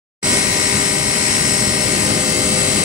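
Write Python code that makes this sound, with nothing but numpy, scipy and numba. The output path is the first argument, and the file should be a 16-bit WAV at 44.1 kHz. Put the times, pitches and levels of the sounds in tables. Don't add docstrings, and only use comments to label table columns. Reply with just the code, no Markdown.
import sys
import numpy as np
from scipy import signal
from scipy.fft import rfft, irfft, next_fast_len
from scipy.io import wavfile
from scipy.ndimage import uniform_filter1d, map_coordinates
from numba import njit

SR = 44100
rng = np.random.default_rng(int(sys.argv[2]) if len(sys.argv) > 2 else 0)


def ratio_of_db(decibels):
    return 10 ** (np.asarray(decibels, float) / 20)


def persist_wave(psi):
    counts = np.round(np.clip(psi, -1, 1) * 32767).astype(np.int16)
    wavfile.write(sys.argv[1], SR, np.atleast_2d(counts).T)


N = 125244
STEP = 64

SCREW_SWITCH_HZ, SCREW_SUPPLY_HZ, SCREW_SLOT_HZ = 1999.75, 35.17, 766.6
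PULL_SWITCH_HZ, PULL_SHAFT_HZ = 4999.5, 21.45


def unit(x):
    return x / np.sqrt(np.mean(x ** 2) + 1e-20)


def along(points, hz):
    f, v = np.transpose(points)
    return np.interp(np.log(hz + 1), np.log(f + 1), v)


def control_times():
    return np.arange(N // STEP + 2) * STEP / SR


def wobble(rate_hz, count=1):
    knots = rng.standard_normal((count, 400))
    place = control_times() * rate_hz
    return np.array([map_coordinates(k, [place]) for k in knots])


def tilt(t):
    tilt_s = [
        1.45,
        2.36,
    ]
    return np.interp(t, tilt_s, [0, 1])


def filtered(x, response):
    m = next_fast_len(N + SR // 2)
    return irfft(rfft(x, m) * response(np.fft.rfftfreq(m, 1 / SR)), m)[..., :N]


def rush(spectrum, patchy_db):
    # (frequency [Hz], left-right correlation)
    alike = [(60, .95), (300, .94), (700, .72), (1400, .45), (3000, .22), (8000, .2), (15000, .05)]
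    # (frequency [Hz], left over right [dB])
    left_db = [(60, 1), (150, 3), (380, 4), (950, 6.0), (2380, 7.5), (5980, -0.5), (15000, 21)]
    lag_s = 0.000331

    z = signal.stft(rng.standard_normal((2, N)), nperseg=512)[2]
    field = rng.standard_normal(z.shape[1:])
    field = uniform_filter1d(uniform_filter1d(field, size=5, axis=0), size=12, axis=1)
    pair = signal.istft(z * ratio_of_db(patchy_db * unit(field)), nperseg=512)[1][:, :N]
    closed = [(spectrum[0][0] * .7, -90)] + list(spectrum) + [(spectrum[-1][0] * 1.15, -90)]

    def common_and_difference(hz):
        angle = np.arccos(np.clip(along(alike, hz), -1, 1)) / 2
        return ratio_of_db(along(closed, hz)) * [np.cos(angle), np.sin(angle)]

    def ports(hz):
        half = ratio_of_db(along(left_db, hz) / 2) * np.exp(-1j * np.pi * hz * lag_s)
        return half ** np.array([[1], [-1]])

    a, b = filtered(pair, common_and_difference)
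    return unit(filtered(np.array([a + b, a - b]), ports))


@njit
def oscillators(turn, gains, step, size):
    out = np.zeros((2, size))
    for k in range(len(turn)):
        z = 1 + 0j
        for i in range(size):
            j, u = i // step, (i % step) / step
            for c in range(2):
                gain = gains[k, c, j] + u * (gains[k, c, j + 1] - gains[k, c, j])
                out[c, i] += (z * gain).real
            z *= turn[k]
    return out


def tones(hz, rows, swell_db=0):
    side_turn_rad, drift_turns = 0.72, 0.05
    sway_db, sway_hz, moving_sway = .8, 4, .6
    flutter_db, flutter_hz = 1.3, 22
    count = len(hz)
    up = tilt(control_times())
    level_db, side_db, change_db = np.transpose(rows)[:, :, None]
    curves = wobble(sway_hz, 3 * count).reshape(3, count, -1)
    mid_sway, side_sway, drift = curves * (1 + moving_sway * up)
    flicker_db = flutter_db * (up + 1 / 3) * wobble(flutter_hz, count)
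    phase_turns = rng.random((count, 1)) + drift_turns * drift
    gain = np.sqrt(2) * ratio_of_db(level_db + change_db * up + swell_db + flicker_db)
    gain = gain * np.exp(2j * np.pi * phase_turns)
    mid = gain * ratio_of_db(sway_db * mid_sway)
    side = gain * ratio_of_db(side_db + sway_db * side_sway) * np.exp(-1j * side_turn_rad)
    ports = np.stack([mid + side, mid - side], 1)
    return oscillators(np.exp(2j * np.pi * hz / SR), ports, STEP, N)


def motor(table, switch_hz, step_hz, start_hz=0):
    table = np.array(table)
    hz = abs(start_hz + table[:, 0] * switch_hz + table[:, 1] * step_hz)
    return tones(hz, table[:, 2:])


def screw_motor():
    # (switching multiple, supply multiple, level [dB], side over mid [dB],
    # change on tilt [dB])
    switching = [(1.0, -3.0, -36.1, -4.1, -4.7), (1.0, -1.0, -36.7, 4.4, -5.6),
                 (1.0, 3.0, -40.2, -0.7, 5.5), (1.0, 5.0, -33.2, -1.9, -9.0), (1.0, 7.0, -49.1, -4.6, 3.5),
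                 (2.0, 2.0, -45.9, -3.3, -4.3), (3.0, -3.0, -42.0, -2.2, -5.8),
                 (3.0, 1.0, -45.5, -3.6, 3.9), (3.0, 5.0, -42.4, -10.2, 1.0), (4.0, -6.0, -48.5, 1.5, 0.7),
                 (4.0, -4.0, -52.8, 2.0, 11.5), (4.0, -2.0, -40.6, 3.1, 4.8), (4.0, 0.0, -32.5, 0.1, -6.0),
                 (4.0, 2.0, -32.7, 3.9, -8.3), (4.0, 8.0, -41.0, 0.2, 2.4)]
    slots = [(0.0, 0.0, -46.5, -0.9, 0.5), (1.0, -3.0, -40.3, -3.5, 4.0), (2.0, -2.0, -50.2, -0.1, 7.8),
             (2.0, 0.0, -45.4, -1.5, 3.2), (3.0, -3.0, -47.1, -0.7, -0.6), (3.0, -1.0, -48.8, -2.2, 1.4),
             (3.0, 3.0, -45.9, -0.9, 5.1), (4.0, -2.0, -45.5, 4.2, -0.5), (4.0, 0.0, -45.4, -3.5, 5.7)]
    return (motor(switching, SCREW_SWITCH_HZ, SCREW_SUPPLY_HZ)
            + motor(slots, SCREW_SWITCH_HZ, SCREW_SUPPLY_HZ, SCREW_SLOT_HZ))


def screw_carrier():
    # (time [s], level [dB])
    swell = [
        (.3, -43),
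        (.7, -39),
        (1.1, -41),
        (1.5, -49),
        (2.1, -48),
        (2.4, -39),
        (2.6, -35.5),
        (2.8, -35),
    ]
    swell_db = np.interp(control_times(), *np.transpose(swell))
    return tones(np.array([2 * SCREW_SWITCH_HZ]), [(0, 2.5, 0)], swell_db)


def puller_motor():
    # (switching multiple, shaft multiple, level [dB], side over mid [dB], change on tilt [dB])
    lines = [(1.0, -18.0, -42.9, 0.4, 5.6), (1.0, -6.0, -37.9, -4.7, -8.9), (1.0, 16.0, -46.2, -1.2, -8.3),
             (2.0, -12.0, -43.0, -1.1, -6.1), (2.0, -2.0, -43.6, -1.4, 0.4), (2.0, 0.0, -33.7, 1.3, -3.4),
             (2.0, 2.0, -52.6, -0.9, 16.0), (2.0, 12.0, -44.1, -3.0, -2.0)]
    return motor(lines, PULL_SWITCH_HZ, PULL_SHAFT_HZ)


def puller_whine():
    # (time [s], level [dB])
    swell = [
        (.3, -31.5),
        (.86, -31),
        (1.3, -28.3),
        (1.8, -28.5),
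        (1.95, -32.5),
        (2.45, -33.5),
        (2.8, -38),
    ]
    t = control_times()
    beat_db = 20 * np.log10(1 + .27 * np.sin(2 * np.pi * PULL_SHAFT_HZ * t))
    hz = np.array([PULL_SWITCH_HZ + 18 * PULL_SHAFT_HZ])
    return tones(hz, [(0, -3, 0)], np.interp(t, *np.transpose(swell)) + beat_db)


def gearbox():
    # (mesh multiple, level [dB], side over mid [dB], change on tilt [dB])
    gears = np.array([(1, -39.7, -5.9, 2.0), (2, -44.8, -1.6, 1.3), (3, -42.7, -5.9, -1.4),
                      (4, -43.0, -5.9, -6.7), (5, -43.4, 2.7, -5.7), (6, -48.6, 1.2, -5.9),
                      (7, -42.6, -0.5, 1.6)])
    mesh_hz = 609.15
    return tones(gears[:, 0] * mesh_hz, gears[:, 1:])


def pumps_and_fans():
    # (frequency [Hz], level [dB], side over mid [dB], change on tilt [dB])
    pumps = np.array([(278.7, -38.8, -12.4, 1.9), (300.0, -42.0, -11.0, 0.0), (348.1, -43.0, -17.8, 4.5),
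                      (397.9, -33.2, -8.1, -1.4), (514.6, -42.5, -9.8, 7.5), (620.1, -41.5, -7.2, 1.5),
                      (796.1, -43.6, -2.5, -2.1), (814.4, -47.0, -2.0, 0.0), (974.0, -40.2, -1.7, -9.0),
                      (1028.8, -44.9, -6.7, -2.5), (1191.8, -53.0, 2.8, 5.1), (1246.2, -50.4, 3.7, -0.9),
                      (1543.4, -46.4, -1.3, -3.1), (1592.1, -48.8, 3.2, -5.2), (5153.9, -52.2, 4.2, 4.2),
                      (5653.8, -42.9, -1.6, -5.6), (8089.8, -42.2, -0.8, -0.6), (11719.0, -56.0, 0.0, -2.0),
                      (12225.0, -57.0, 0.0, 0.0)])
    return tones(pumps[:, 0], pumps[:, 1:])


def faint_sidebands():
    # (frequency [Hz], level [dB], side over mid [dB], change on tilt [dB])
    faint = np.array([(1305.3, -50.0, 4.8, -10.0), (1392.3, -53.3, 2.4, 4.5), (1522.0, -50.4, -0.2, -10.0),
                      (2035.1, -46.3, 5.0, -10.0), (3089.2, -60.1, 4.1, 6.9), (3160.3, -54.1, 3.5, 9.3),
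                      (3393.5, -51.1, -1.7, 0.3), (3865.7, -47.7, 0.4, -7.6), (3929.8, -46.2, 0.9, -4.4),
                      (3979.9, -46.6, -4.6, -9.2), (4134.2, -48.8, 5.0, -8.6), (4571.1, -57.0, -8.0, 8.0),
                      (4839.4, -49.3, 1.5, -1.5), (5251.6, -52.0, -8.0, -0.2), (5520.1, -45.4, 3.1, -10.0),
                      (5788.2, -49.8, -2.1, 0.6), (5964.7, -45.2, 1.5, -10.0), (6105.3, -45.2, -5.2, -8.6),
                      (7233.1, -63.8, -1.2, 10.0), (7303.3, -45.1, -4.4, -3.4), (7910.8, -43.6, 0.1, -9.5),
                      (8696.0, -49.2, 5.0, 5.6), (8765.5, -46.5, -4.5, 4.9), (8885.3, -53.8, 3.8, 3.7),
                      (9340.7, -49.8, -1.2, -10.0), (9473.4, -53.0, -1.4, 4.5), (9774.6, -46.0, -3.6, -2.6),
                      (10133.2, -54.7, 2.4, 7.6), (10310.9, -52.6, -2.0, -0.2), (10402.6, -48.8, -0.1, 1.6),
                      (10445.3, -51.4, -0.1, -5.7), (10579.4, -54.6, 0.0, 1.5)])
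    return tones(faint[:, 0], faint[:, 1:])


def far_machines(count=220):
    # (frequency [Hz], level [dB])
    far_levels = [(250, -51), (1000, -58), (3000, -56), (8000, -54), (11000, -60)]
    spread, side, change = rng.standard_normal((3, count))
    hz = 250 + 10700 * rng.random(count) ** 1.4
    level_db = along(far_levels, hz) + 2.5 * spread
    side_db = -9 * (hz < 700) + 2.5 * side
    return tones(hz, np.c_[level_db, side_db, 2.5 * change])


def slow_gain(level_db, tilt_db):
    sway_db = 0.96 * wobble(3.98)[0].repeat(STEP)[:N]
    return ratio_of_db(level_db + tilt_db * tilt(np.arange(N) / SR) + sway_db)


def throb():
    return 1 + .18 * np.sin(2 * np.pi * 2 * SCREW_SUPPLY_HZ * np.arange(N) / SR)


def line_rumble():
    # (frequency [Hz], density [dB per Hz])
    spectrum = [(30, -18), (44, -10.5), (130, 0), (180, -1.5), (208, 1), (250, -4), (620, -12.5),
                (1500, -29.5)]
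    return slow_gain(-25, tilt_db=2.2) * rush(spectrum, patchy_db=1.5)


def fan_rush():
    # (frequency [Hz], density [dB per Hz])
    spectrum = [(500, -38), (900, -5.5), (1650, -5.5), (2050, -1), (3000, -5.5), (3600, -8.5), (4300, -3.5),
                (7500, -5)]
    return slow_gain(-23.5, tilt_db=-1.2) * throb() * rush(spectrum, patchy_db=1.46)


def casing_hiss():
    # (frequency [Hz], density [dB per Hz])
    spectrum = [(7000, -44), (7550, -10), (8000, 4), (8700, -7), (9100, -9.5), (10200, -12.5),
                (10900, -19.5), (11500, -24)]
    return slow_gain(-23, tilt_db=-0.5) * throb() * rush(spectrum, patchy_db=1)


def leaking_air():
    # (frequency [Hz], density [dB per Hz])
    spectrum = [(11000, -6), (11800, 1), (12300, -0.5), (12700, -7), (13600, -4.5), (14800, -6),
                (15700, -3)]
    return ratio_of_db(-38.5) * rush(spectrum, patchy_db=1.7)


def low_swell():
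    # (time [s], level [dB])
    swell = [
        (.3, -42),
        (1.4, -42),
        (1.52, -31.5),
        (1.72, -28.5),
        (1.85, -45),
        (2.2, -44),
        (2.8, -42),
    ]
    swell_db = np.interp(control_times(), *np.transpose(swell))
    return tones(np.array([207]), [(0, -18, 0)], swell_db)


def suction_lines():
    # (frequency [Hz], density [dB per Hz])
    spectrum = [(2400, -10), (2900, -1.5), (3500, -1), (3900, -10)]
    return ratio_of_db(-38) * np.sqrt(tilt(np.arange(N) / SR)) * rush(spectrum, patchy_db=1.5)


def scene():
    drives = screw_motor() + screw_carrier() + puller_motor() + puller_whine()
    machines = gearbox() + pumps_and_fans() + faint_sidebands() + far_machines()
    noise = line_rumble() + fan_rush() + casing_hiss() + leaking_air()
    return drives + machines + noise + low_swell() + suction_lines()


def thin_spectrum(x, size=1024, band=16):
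    # (frequency [Hz], share of band level)
    dead = [(1000, .02), (2000, .25), (3300, .55), (4300, .36), (5400, .45), (7000, .25), (10700, .25),
            (11300, 1.4), (13500, 1.2), (14200, .65)]
    # (frequency [Hz], leaning [sigma])
    holes = [(10700, -4), (11370, .7), (12060, -1.5), (12750, 1.5), (13440, -.1), (14130, -2), (14800, -3),
             (15500, -1.6)]
    wide = 2 * band
    k, n = np.arange(size) + .5, np.arange(2 * size) + .5
    window = np.sqrt(2 / size) * np.sin(np.pi * n / (2 * size))
    basis = window[:, None] * np.cos(np.pi / size * np.outer(n + size / 2, k))
    count = N // size + 2
    padding = ((0, 0), (size, (count + 1) * size - N - size))
    pair = np.pad([x[0] + x[1], x[0] - x[1]], padding) / 2
    c = pair[:, np.arange(count)[:, None] * size + np.arange(2 * size)] @ basis

    hz = k * SR / 2 / size
    level = np.sqrt((c ** 2).reshape(2, count, -1, wide).mean((0, 3))).repeat(wide, 1)
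    flicker = rng.standard_normal((count, size // band // 2))
    flicker = unit(uniform_filter1d(flicker, size=2, axis=0)).repeat(wide, 1)
    empty = flicker < along(holes, hz.reshape(-1, wide).mean(1).repeat(wide))
    kept = (abs(c) > along(dead, hz) * level) * ~empty

    frames = (c * kept) @ basis.T
    out = np.pad(frames[:, 1:, :size] + frames[:, :-1, size:], 0).reshape(2, -1)[:, :N]
    return np.array([out[0] + out[1], out[0] - out[1]])


def roll_off(x):
    return signal.sosfilt(signal.butter(12, 16840, fs=SR, output="sos"), x)


def record(dry):
    # (time [s], gain [dB])
    fade = [
        (.217, -60),
        (.227, -26),
        (.229, -8),
        (.255, -1),
        (.34, 1.5),
        (.42, 0),
        (1.2, -.7),
        (1.6, 0),
    ]
    # (time [s], gain [dB])
    right_settles = [
        (.22, 4.5),
        (.39, 2.5),
        (.44, 0),
    ]
    top_hz, frame_shift = 15750, 400
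    t = np.arange(N) / SR
    both_db = np.interp(t, *np.transpose(fade), left=-200)
    right_db = np.interp(t, *np.transpose(right_settles))
    gain = ratio_of_db(both_db + np.outer([0, 1], right_db))
    early = np.roll(filtered(dry, lambda hz: hz < top_hz), -frame_shift, axis=1)
    mix = np.roll(thin_spectrum(early), frame_shift, axis=1) * gain
    return roll_off(mix)


dry = scene()
out = record(dry)
persist_wave(out)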